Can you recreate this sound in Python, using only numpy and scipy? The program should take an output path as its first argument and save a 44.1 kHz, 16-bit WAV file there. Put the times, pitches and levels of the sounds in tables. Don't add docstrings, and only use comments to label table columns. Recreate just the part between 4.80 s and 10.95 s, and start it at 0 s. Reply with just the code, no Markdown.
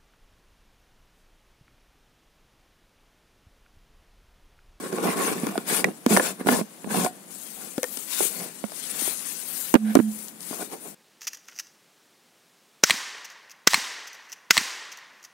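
import sys
import numpy as np
from scipy import signal
from scipy.fft import rfft, irfft, next_fast_len
from scipy.io import wavfile
from scipy.ndimage import uniform_filter1d, minimum_filter1d, map_coordinates

SR = 44100
rng = np.random.default_rng(int(sys.argv[2]) if len(sys.argv) > 2 else 0)


def unload_wav(signal):
    wavfile.write(
        sys.argv[1],
        SR,
        np.round(np.clip(np.atleast_2d(signal).T, -1, 1) * 32767).astype(np.int16),
    )


N = 271068


def amp(db):
    return 10 ** (np.asarray(db) / 20)


def unit(x):
    return x / np.sqrt(np.mean(x ** 2) + 1e-20)


def along(points, hz):
    point_hz, values = np.transpose(points)
    return np.interp(np.log(hz + 1), np.log(point_hz + 1), values)


def wobble(rate):
    return map_coordinates(rng.standard_normal(int(N * rate / SR) + 4), [np.arange(N) * rate / SR])


def filtered(x, response):
    size = next_fast_len(N + SR // 4)
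    return irfft(rfft(x, size) * response(np.fft.rfftfreq(size, 1 / SR)), size)[..., :N]


def body(spectrum, modes=(), size=4096):
    hz = np.fft.rfftfreq(size, 1 / SR)
    peaks_db = sum(lift / (1 + (2 * (hz - centre) / width) ** 2) for centre, width, lift in modes)
    cepstrum = irfft(np.log(amp(along(spectrum, hz) + peaks_db)))
    cepstrum[1:size // 2] *= 2
    cepstrum[size // 2 + 1:] = 0
    return irfft(np.exp(rfft(cepstrum)))


def through(x, response):
    return signal.oaconvolve(x, response[None], axes=1)[:, :x.shape[1]]


def pan(lean_db):
    gains = amp(np.array([lean_db, -lean_db]).reshape(2, -1) / 2)
    return gains / np.sqrt(np.mean(gains ** 2, axis=0))


def add(track, start_s, sound):
    part = track[:, round(start_s * SR):][:, :sound.shape[1]]
    part += sound[:, :part.shape[1]]


def strokes(start_s, length_s, level_db, rise_db_per_s, fall_db_per_s, arch_db):
    start_s, length_s, level_db = (np.reshape(x, (-1, 1)) for x in (start_s, length_s, level_db))
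    t = np.arange(0, N, 32) / SR
    since = t - start_s
    held = np.clip(since, 0, length_s)
    db = level_db - arch_db * (2 * held / length_s - 1) ** 2
    db = db - rise_db_per_s * np.maximum(held - since, 0) - fall_db_per_s * np.maximum(since - held, 0)
    return np.interp(np.arange(N) / SR, t, np.linalg.norm(amp(db), axis=0))


def slips(per_s, spread_db, smooth):
    size = (rng.random(N) < per_s / SR) * amp(spread_db * np.clip(rng.standard_normal(N), -2, 2))
    return unit(size * rng.standard_normal((2, N))) + smooth * rng.standard_normal((2, N))


def shifting(x, depth_db, size):
    spectra = signal.stft(x, nperseg=1024)[2]
    patches = uniform_filter1d(rng.standard_normal(spectra.shape[1:]), size=size[0], axis=0)
    patches = uniform_filter1d(patches, size=size[1], axis=1)
    return unit(signal.istft(spectra * amp(depth_db * unit(patches)), nperseg=1024)[1][:, :N])


def burst(t, t60_s, response):
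    spray = through(rng.standard_normal((2, len(t))) * amp(-60 * t / t60_s), response)
    return spray / np.sqrt(np.mean(spray[:, :SR // 100] ** 2, axis=1, keepdims=True))


# freq_hz, coherence
PORT_COHERENCE = [(100, 0.67), (700, 0.47), (1400, 0.08), (3000, 0.047), (15000, 0.36)]


def ports(pair):
    angle = lambda hz: np.arccos(np.clip(along(PORT_COHERENCE, hz), -1, 1)) / 2
    mid, side = filtered(pair, lambda hz: np.array([np.cos(angle(hz)), np.sin(angle(hz))]))
    return unit(np.array([mid + side, mid - side]))


# freq_hz, gain_db
AIR_TONE = [(30, -57), (80, -20.5), (190, 8.5), (400, -1), (800, -6.5), (3500, -18), (16000, -24.5)]


def outdoor_air():
    return amp(-48.5 + 0.71 * wobble(7.3)) * ports(through(rng.standard_normal((2, N)), body(AIR_TONE)))


# start_s, length_s, level_db
HUMS = [(5.044, 0.063, -21), (5.235, 0.052, -23)]
CAVITY_HZ, FIRST_BUMP_S = 214.5, 4.942


def cavity_hum():
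    phase = 2 * np.pi * np.cumsum(CAVITY_HZ * (1 + .004 * wobble(19))) / SR
    air_column = amp(-37 + 3 * wobble(40)) * np.sin(3.3 * phase + wobble(60))
    start_s, length_s, db = np.transpose(HUMS)
    swell = strokes(start_s, length_s, db, rise_db_per_s=207, fall_db_per_s=288, arch_db=-.5)
    tail = strokes(start_s, length_s, db - 15.5, rise_db_per_s=207, fall_db_per_s=69, arch_db=-.5)
    judder_db = np.transpose(SCRAPES)[2]
    struck = np.clip((np.arange(N) / SR - FIRST_BUMP_S) / .005, 0, 1)
    envelope = struck * np.hypot(swell, tail) + pushes(judder_db - 45)
    return envelope * pan(-5) * np.sqrt(2) * (np.sin(phase) + air_column)


# freq_hz, gain_db
TICK_TONE = [(800, -72), (3000, 10.5), (8000, 15), (12000, 12.5), (16000, 4)]


def grit_tick(t, db):
    return amp(db - 8.5) * amp([[0], [-11]]) * burst(t, t60_s=.011, response=body(TICK_TONE))


# start_s, relative_level_db
LOOSE_GRAINS = [(5.483, -29), (5.49, -37), (5.606, -29.5), (5.629, -33)]


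def loose_grains():
    track, t = np.zeros((2, N)), np.arange(SR // 5) / SR
    for start_s, db in LOOSE_GRAINS:
        add(track, start_s, grit_tick(t, db))
    return track


# freq_hz, gain_db
FINE_TONE = [(2500, -18), (5000, -15), (7000, -6), (9500, -0.5), (11000, -4), (13000, -14.5), (15800, -19)]
COARSE_TONE = [(300, -28), (1100, 2.5), (2400, 4.5), (4500, 6.5), (6500, 3.5), (10000, -0.5)]


def grain_hiss(fine_gain, coarse_gain, sheen_gain):
    grains = lambda tone: unit(through(slips(per_s=6000, spread_db=3, smooth=.8), body(tone)))
    clumped = lambda x: shifting(x, depth_db=2.1, size=(36, 2))
    sheen_tone = [(8000, -12), (13000, 5.5), (15000, 1.5)]
    fine = clumped(shifting(grains(FINE_TONE), depth_db=2.6, size=(4, 4)))
    sheen = clumped(shifting(grains(sheen_tone), depth_db=2.6, size=(4, 4)))
    coarse = shifting(grains(COARSE_TONE), depth_db=3.2, size=(7, 4))
    ticks = amp(-24) * unit(through(slips(per_s=150, spread_db=1, smooth=0), body(TICK_TONE)))
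    pressure = amp(0.5 * wobble(21.59) + 0.7 * wobble(70))
    return pressure * (fine_gain * (fine + ticks) + sheen_gain * sheen + coarse_gain * coarse)


# start_s, length_s, fine_db, coarse_over_fine_db, sheen_over_fine_db
SWISHES = [(2.515, 0.49, -37.5, -8.5, -2.5), (3.066, 0.21, -34.5, -9, 1), (3.308, 0.05, -26, -2.5, -4),
           (3.362, 0.045, -25.5, -2.5, -6), (3.388, 0.095, -20.5, -12.5, -4.5), (3.466, 0.2, -32.5, -7, -3),
           (3.663, 0.59, -42, -4.5, -4), (3.951, 0.57, -31.5, -5, -8), (4.195, 0.13, -23.5, -10.5, -3),
           (4.464, 0.17, -32, -7.5, -4), (4.654, 0.27, -30.5, -7.5, 1), (5.078, 0.16, -39.5, -7, -1.5),
           (5.297, 0.2, -36, -11.5, -2), (5.625, 0.23, -34.5, -5, -3.5), (5.913, 0.035, -36, -6, -5),
           (6.012, 0.1, -39.5, -14, -3)]


def brushing():
    *_, hiss_db, _, _ = np.transpose(SCRAPES)
    sand = pushes(hiss_db)
    sand_fine = amp([[0], [-16]]) * sand
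    sand_coarse = amp(-5.5) * sand_fine
    sand_sheen = amp(-7.5) * amp([[0], [-7.5]]) * sand
    start_s, length_s, fine_db, coarse_db, sheen_db = np.transpose(SWISHES)

    def swish(db, rest_db):
        gain = strokes(start_s, length_s, db, rise_db_per_s=299, fall_db_per_s=315, arch_db=3.5)
        return amp([[0], [-34]]) * np.hypot(gain, amp(rest_db))

    fine = np.hypot(sand_fine, swish(fine_db, rest_db=-48))
    coarse = np.hypot(sand_coarse, swish(fine_db + coarse_db, rest_db=-57))
    sheen = np.hypot(sand_sheen, swish(fine_db + sheen_db, rest_db=-56.5))
    return grain_hiss(fine, coarse, sheen)


# start_s, length_s, pitch_hz, level_db, lean_left_db
GROANS = [(1.313, 0.032, 207.5, -16.5, -4), (1.696, 0.038, 250, -23, -7), (2.175, 0.018, 217.5, -23, -22),
          (2.231, 0.047, 733, -34.5, 0)]


def groans():
    track = np.zeros((2, N))
    for start_s, length_s, hz, db, lean_db in GROANS:
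        phase = 2 * np.pi * np.cumsum(hz * (1 + 0.044 * wobble(90))) / SR
        gain = strokes(start_s, length_s, db, rise_db_per_s=5000, fall_db_per_s=700, arch_db=0)
        track += pan(lean_db) * gain * np.sqrt(2) * (np.sin(phase) + amp(-14) * np.sin(2 * phase))
    return track


PUSH_RISE_DB_PER_S, PUSH_FALL_DB_PER_S, PUSH_ARCH_DB = 723, 534, 4


def pushes(level_db):
    start_s, length_s = np.transpose(SCRAPES)[:2]
    return strokes(start_s, length_s, level_db, PUSH_RISE_DB_PER_S, PUSH_FALL_DB_PER_S, PUSH_ARCH_DB)


# freq_hz, width_hz, lift_db
JAR_MODES = [(230, 25, 1), (342, 190, 4.5), (705, 400, 7.5), (1050, 170, 4.5), (1420, 250, 8.5),
             (1730, 63, 6.5), (2440, 67, 2), (3470, 88, 10), (3780, 55, 8)]


def rubbed_wall(friction, tone, spots_hz, level_db, width_hz, lift_db, fall_db_per_s=PUSH_FALL_DB_PER_S):
    track, friction = np.zeros((2, N)), ports(friction)
    for (start_s, length_s, *_), hz, db in zip(SCRAPES, spots_hz, level_db):
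        part = slice(max(round((start_s - .06) * SR), 0), round((start_s + length_s + .15) * SR))
        gain = strokes(start_s, length_s, db, PUSH_RISE_DB_PER_S, fall_db_per_s, PUSH_ARCH_DB)
        wall = body(tone, JAR_MODES + [(hz, width_hz, lift_db)])
        track[:, part] += gain[part] * unit(through(friction[:, part], wall))
    return track


# freq_hz, gain_db
JUDDER_TONE = [(30, -29), (90, -34), (130, -18.5), (180, -3), (300, -12), (460, -10), (750, -28),
               (2000, -46)]
RASP_TONE = [(250, -34), (430, 4), (580, -5), (1150, -3), (1500, -15.5), (2500, -47), (6000, -72)]
CRUNCH_TONE = [(700, -6), (1200, -10.5), (1550, 3), (2400, 6), (3100, -4), (5000, -7), (16000, -53)]
# start_s, length_s, judder_db, rasp_over_judder_db,
# crunch_over_judder_db, hiss_db, judder_hz, rasp_hz
SCRAPES = [(0.0, 0.1, -32.5, -7.5, -10, -38, 326, 1110), (0.126, 0.086, -27, -8, -13, -37.5, 344, 1080),
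           (0.23, 0.047, -24.5, -5, -10, -30, 340, 1440), (0.277, 0.068, -32.5, 2, -0.5, -30, 306, 1080),
           (0.373, 0.16, -28, -4, -6, -27, 362, 1103), (0.54, 0.18, -33.5, -8.5, -9.5, -36.5, 230, 1160),
           (0.717, 0.11, -37, -7.5, -11, -41.5, 220, 700), (0.88, 0.13, -30.5, -.5, 0, -22.5, 293, 1460),
           (1.025, .089, -31, -15, -19, -45.5, 224, 700), (1.298, 0.086, -23.5, -5, -8, -21, 328, 690),
           (1.39, .12, -34, -1, -1, -27, 202, 630), (1.598, 0.022, -32, -6.5, -10, -41.5, 245, 1390),
           (1.68, 0.076, -22, -6, -10, -22, 200, 720), (1.763, 0.043, -30, -6, -10, -27.5, 190, 1040),
           (2.056, 0.027, -33, -15, -32, -62, 200, 700), (2.107, .16, -26.5, -6.5, -9, -26, 190, 1040),
           (2.781, 0.097, -45.5, -2.5, -7, -51, 240, 775), (3.417, 0.019, -30, -11, -17, -58, 405, 840),
           (3.522, 0.17, -41.5, -3, -5, -57, 173, 660), (4.075, 0.25, -47.5, -2, 2, -54, 242, 1410),
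           (5.064, 0.072, -37.5, -8, -3, -62, 230, 720), (5.727, 0.016, -37.5, 0.5, -9, -55, 280, 640),
           (5.791, 0.037, -36, -3, -12, -33.5, 370, 670), (5.916, 0.031, -38, -2, -11, -52, 397, 830),
           (6.058, 0.0092, -38.5, -1.5, -11, -55, 310, 690)]


def scraping():
    _, _, judder_db, rasp_db, crunch_db, _, judder_hz, rasp_hz = np.transpose(SCRAPES)
    slow = slips(per_s=420, spread_db=5, smooth=0.65)
    quick = slips(per_s=700, spread_db=1.5, smooth=1.0)
    judder = rubbed_wall(slow, JUDDER_TONE, judder_hz, judder_db, width_hz=210, lift_db=7.5,
                         fall_db_per_s=308)
    rasp = rubbed_wall(quick, RASP_TONE, rasp_hz, judder_db + rasp_db, width_hz=140, lift_db=8)
    grit = ports(through(slips(per_s=600, spread_db=3, smooth=1.0), body(CRUNCH_TONE, JAR_MODES)))
    grit_gain = np.hypot(pushes(judder_db + crunch_db), amp(-63))
    crunch = shifting(grit, depth_db=3.2, size=(6, 6)) * grit_gain
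    catching = amp(1.8 * wobble(45))
    return pan(-1) * catching * (judder + rasp + crunch)


# freq_hz, gain_db
KNOCK_CLACK_TONE = [(150, -32.5), (400, 4), (900, -3), (1500, -9.5), (2300, -8.5), (3200, -17.5),
                    (6000, -28), (16000, -57)]
# pitch_ratio, gain_db, t60_s
SPOT_PARTIALS = [(.66, -13, 0.011), (.86, -6, .016), (1, 1, 0.036), (1.17, -5, 0.013), (1.9, -18, 0.03)]
# start_s, thud_hz, thud_t60_s, thud_db,
# hardness_db (clack over thud), tick_db, lean_left_db, spot_hz, ring_db
KNOCKS = [(0.128, 376, 0.046, -33, -0.5, -31, 6, 1110, -45),
          (0.184, 444, 0.019, -28.5, -8, -48, 7, 1450, -42),
          (0.633, 218, 0.031, -20.5, -17, -40, -4.5, 445, -31),
          (0.668, 280, 0.043, -23, -4, -23.5, 10, 1130, -42),
          (0.755, 660, 0.045, -25, -13, -51, -10, 1480, -36),
          (0.778, 310, 0.02, -20.5, -7.5, -24.5, 4, 1260, -31),
          (1.0434, 382, 0.065, -22.5, 7.5, -16.5, -8, 2010, -15.5),
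          (1.086, 345, 0.036, -34, 0, -51, -12, 1100, -41),
          (1.263, 234, 0.047, -10.5, -9, -17, -3.5, 496, -16),
          (1.366, 200, 0.048, -19.5, -0.5, -16, -2, 1740, -14),
          (1.372, 505, 0.019, -21, 6, -12, -5, 1720, -21),
          (1.397, 510, 0.088, -25.5, 6.5, -36, -2, 1650, -26),
          (1.402, 700, 0.034, -31, 0, -50, -4, 1040, -23),
          (1.661, 196, 0.066, -19.5, -15, -52, -13, 476, -32),
          (1.67, 328, 0.021, -21.5, -2, -21, -5, 1420, -33),
          (1.687, 274, 0.069, -18.5, 4, -35, -5, 1740, -20),
          (1.812, 210, .084, -22.5, -7.5, -56, -10, 650, -27.5),
          (2.044, 204, 0.031, -31, -8, -60, -13, 480, -37), (2.073, 240, .041, -28, -15, -49, 16, 650, -38),
          (2.144, 744, 0.056, -23.5, -1, -45, 3, 1050, -26),
          (2.247, 605, 0.064, -28.5, 0, -18, -7, 1500, -30), (2.262, 730, 0.13, -28, 3, -36, -2, 990, -23),
          (2.98, 248, 0.019, -20, -14.5, -26, 6, 1400, -43),
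          (2.984, 500, 0.056, -29, -12, -50, 2, 1400, -44), (3.031, 488, 0.073, -25, -8, -14, 6, 2120, -32),
          (3.041, 503, .049, -33, 1, -22, 21, 1870, -26), (3.172, 263, 0.061, -40, 0, -20, 1, 1930, -53),
          (3.406, 358, 0.03, -21.5, -8, -42, -31, 855, -35),
          (3.84, 209, 0.06, -21.5, -10.5, -58, -28, 560, -27),
          (3.919, 640, 0.019, -41, -1, -33, 6, 1100, -46), (4.22, 276, 0.031, -32.5, -11, -41, 0, 600, -43),
          (4.277, 362, .027, -31.5, -6, -41, -23, 1510, -46),
          (5.71, 244, 0.02, -29.5, -15, -48, 7, 700, -47)]
CONTACT_WIDTH_RATIO = 0.62


def knocks():
    track, t = np.zeros((2, N)), np.arange(SR // 5) / SR
    modes = [(hz, width * CONTACT_WIDTH_RATIO, lift) for hz, width, lift in JAR_MODES]
    for start_s, hz, t60_s, thud_db, hardness_db, tick_db, lean_db, spot_hz, ring_db in KNOCKS:
        phase = 2 * np.pi * np.cumsum(hz * (1 + .3 * np.exp(-t / .002))) / SR
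        thud = -np.sin(phase) * amp(-60 * t / t60_s) * (1 - np.exp(-t / .0016))
        thud = amp(thud_db - 2) * thud / np.std(thud[:SR // 100])
        spot_mode = (spot_hz, spot_hz / 2, max(8.5 + 0.7 * hardness_db, 0))
        clack = burst(t, t60_s=.022, response=body(KNOCK_CLACK_TONE, modes + [spot_mode]))
        ring = sum(amp(db - 60 * t / life) * np.sin(2 * np.pi * ratio * spot_hz * rng.normal(1, .012) * t)
                   for ratio, db, life in SPOT_PARTIALS)
        wall = amp(thud_db + hardness_db) * clack + amp(ring_db) * ring
        add(track, start_s, pan(lean_db) * thud + pan(lean_db / 2) * wall + grit_tick(t, tick_db))
    return track


# freq_hz, gain_db
RIM_CLACK_TONE = [(150, -33), (400, 6.5), (600, 4.5), (1080, -8), (1550, -5.5), (1950, -15), (2500, -15.5),
                  (4000, -28), (16000, -55)]
# start_s, thud_hz, thud_db, clack_db, tick_db, lean_left_db
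RIM_BUMPS = [(4.9408, 277, -4, -12.5, -12, -6.5), (4.953, 258, -1, -14, -27, -17),
             (5.153, 265, -5.5, -11, -12.5, -4), (5.164, 260, -13, -36, -42, -14),
             (5.1685, 297, -6, -22.5, -42, -24), (5.1895, 257, -7.5, -27, -54, -13),
             (5.1986, 263, -8, -29, -57, -12)]
BUMP_PEAK_S, BUMP_TIGHTNESS = 0.0032, 1.74


def rim_bumps():
    track, t = np.zeros((2, N)), np.arange(SR // 10) / SR
    swell = (t / BUMP_PEAK_S * np.exp(-t / BUMP_PEAK_S)) ** BUMP_TIGHTNESS
    for start_s, hz, thud_db, clack_db, tick_db, lean_db in RIM_BUMPS:
        thud = -np.sin(2 * np.pi * hz * t) * swell
        thud = amp(thud_db - 4) * thud / np.std(thud[:SR // 100])
        clack = amp(clack_db) * burst(t, t60_s=0.033, response=body(RIM_CLACK_TONE))
        add(track, start_s, pan(lean_db) * thud + pan(lean_db / 2) * clack + grit_tick(t, tick_db))
    return track


def scene():
    friction = scraping() + groans() + brushing()
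    impacts = knocks() + loose_grains() + rim_bumps()
    return friction + impacts + cavity_hum() + outdoor_air()


LOW_CUT_HZ, HIGH_CUT_HZ = 164, 15750


def record(dry):
    thinned = filtered(dry, lambda hz: 1j * hz / (LOW_CUT_HZ + 1j * hz))
    needed_gain = 1 / np.maximum(np.abs(thinned).max(axis=0), 1)
    limiter = uniform_filter1d(minimum_filter1d(needed_gain, size=90), size=90)
    return filtered(thinned * limiter, lambda hz: hz < HIGH_CUT_HZ)


dry = scene()
out = record(dry)
unload_wav(out)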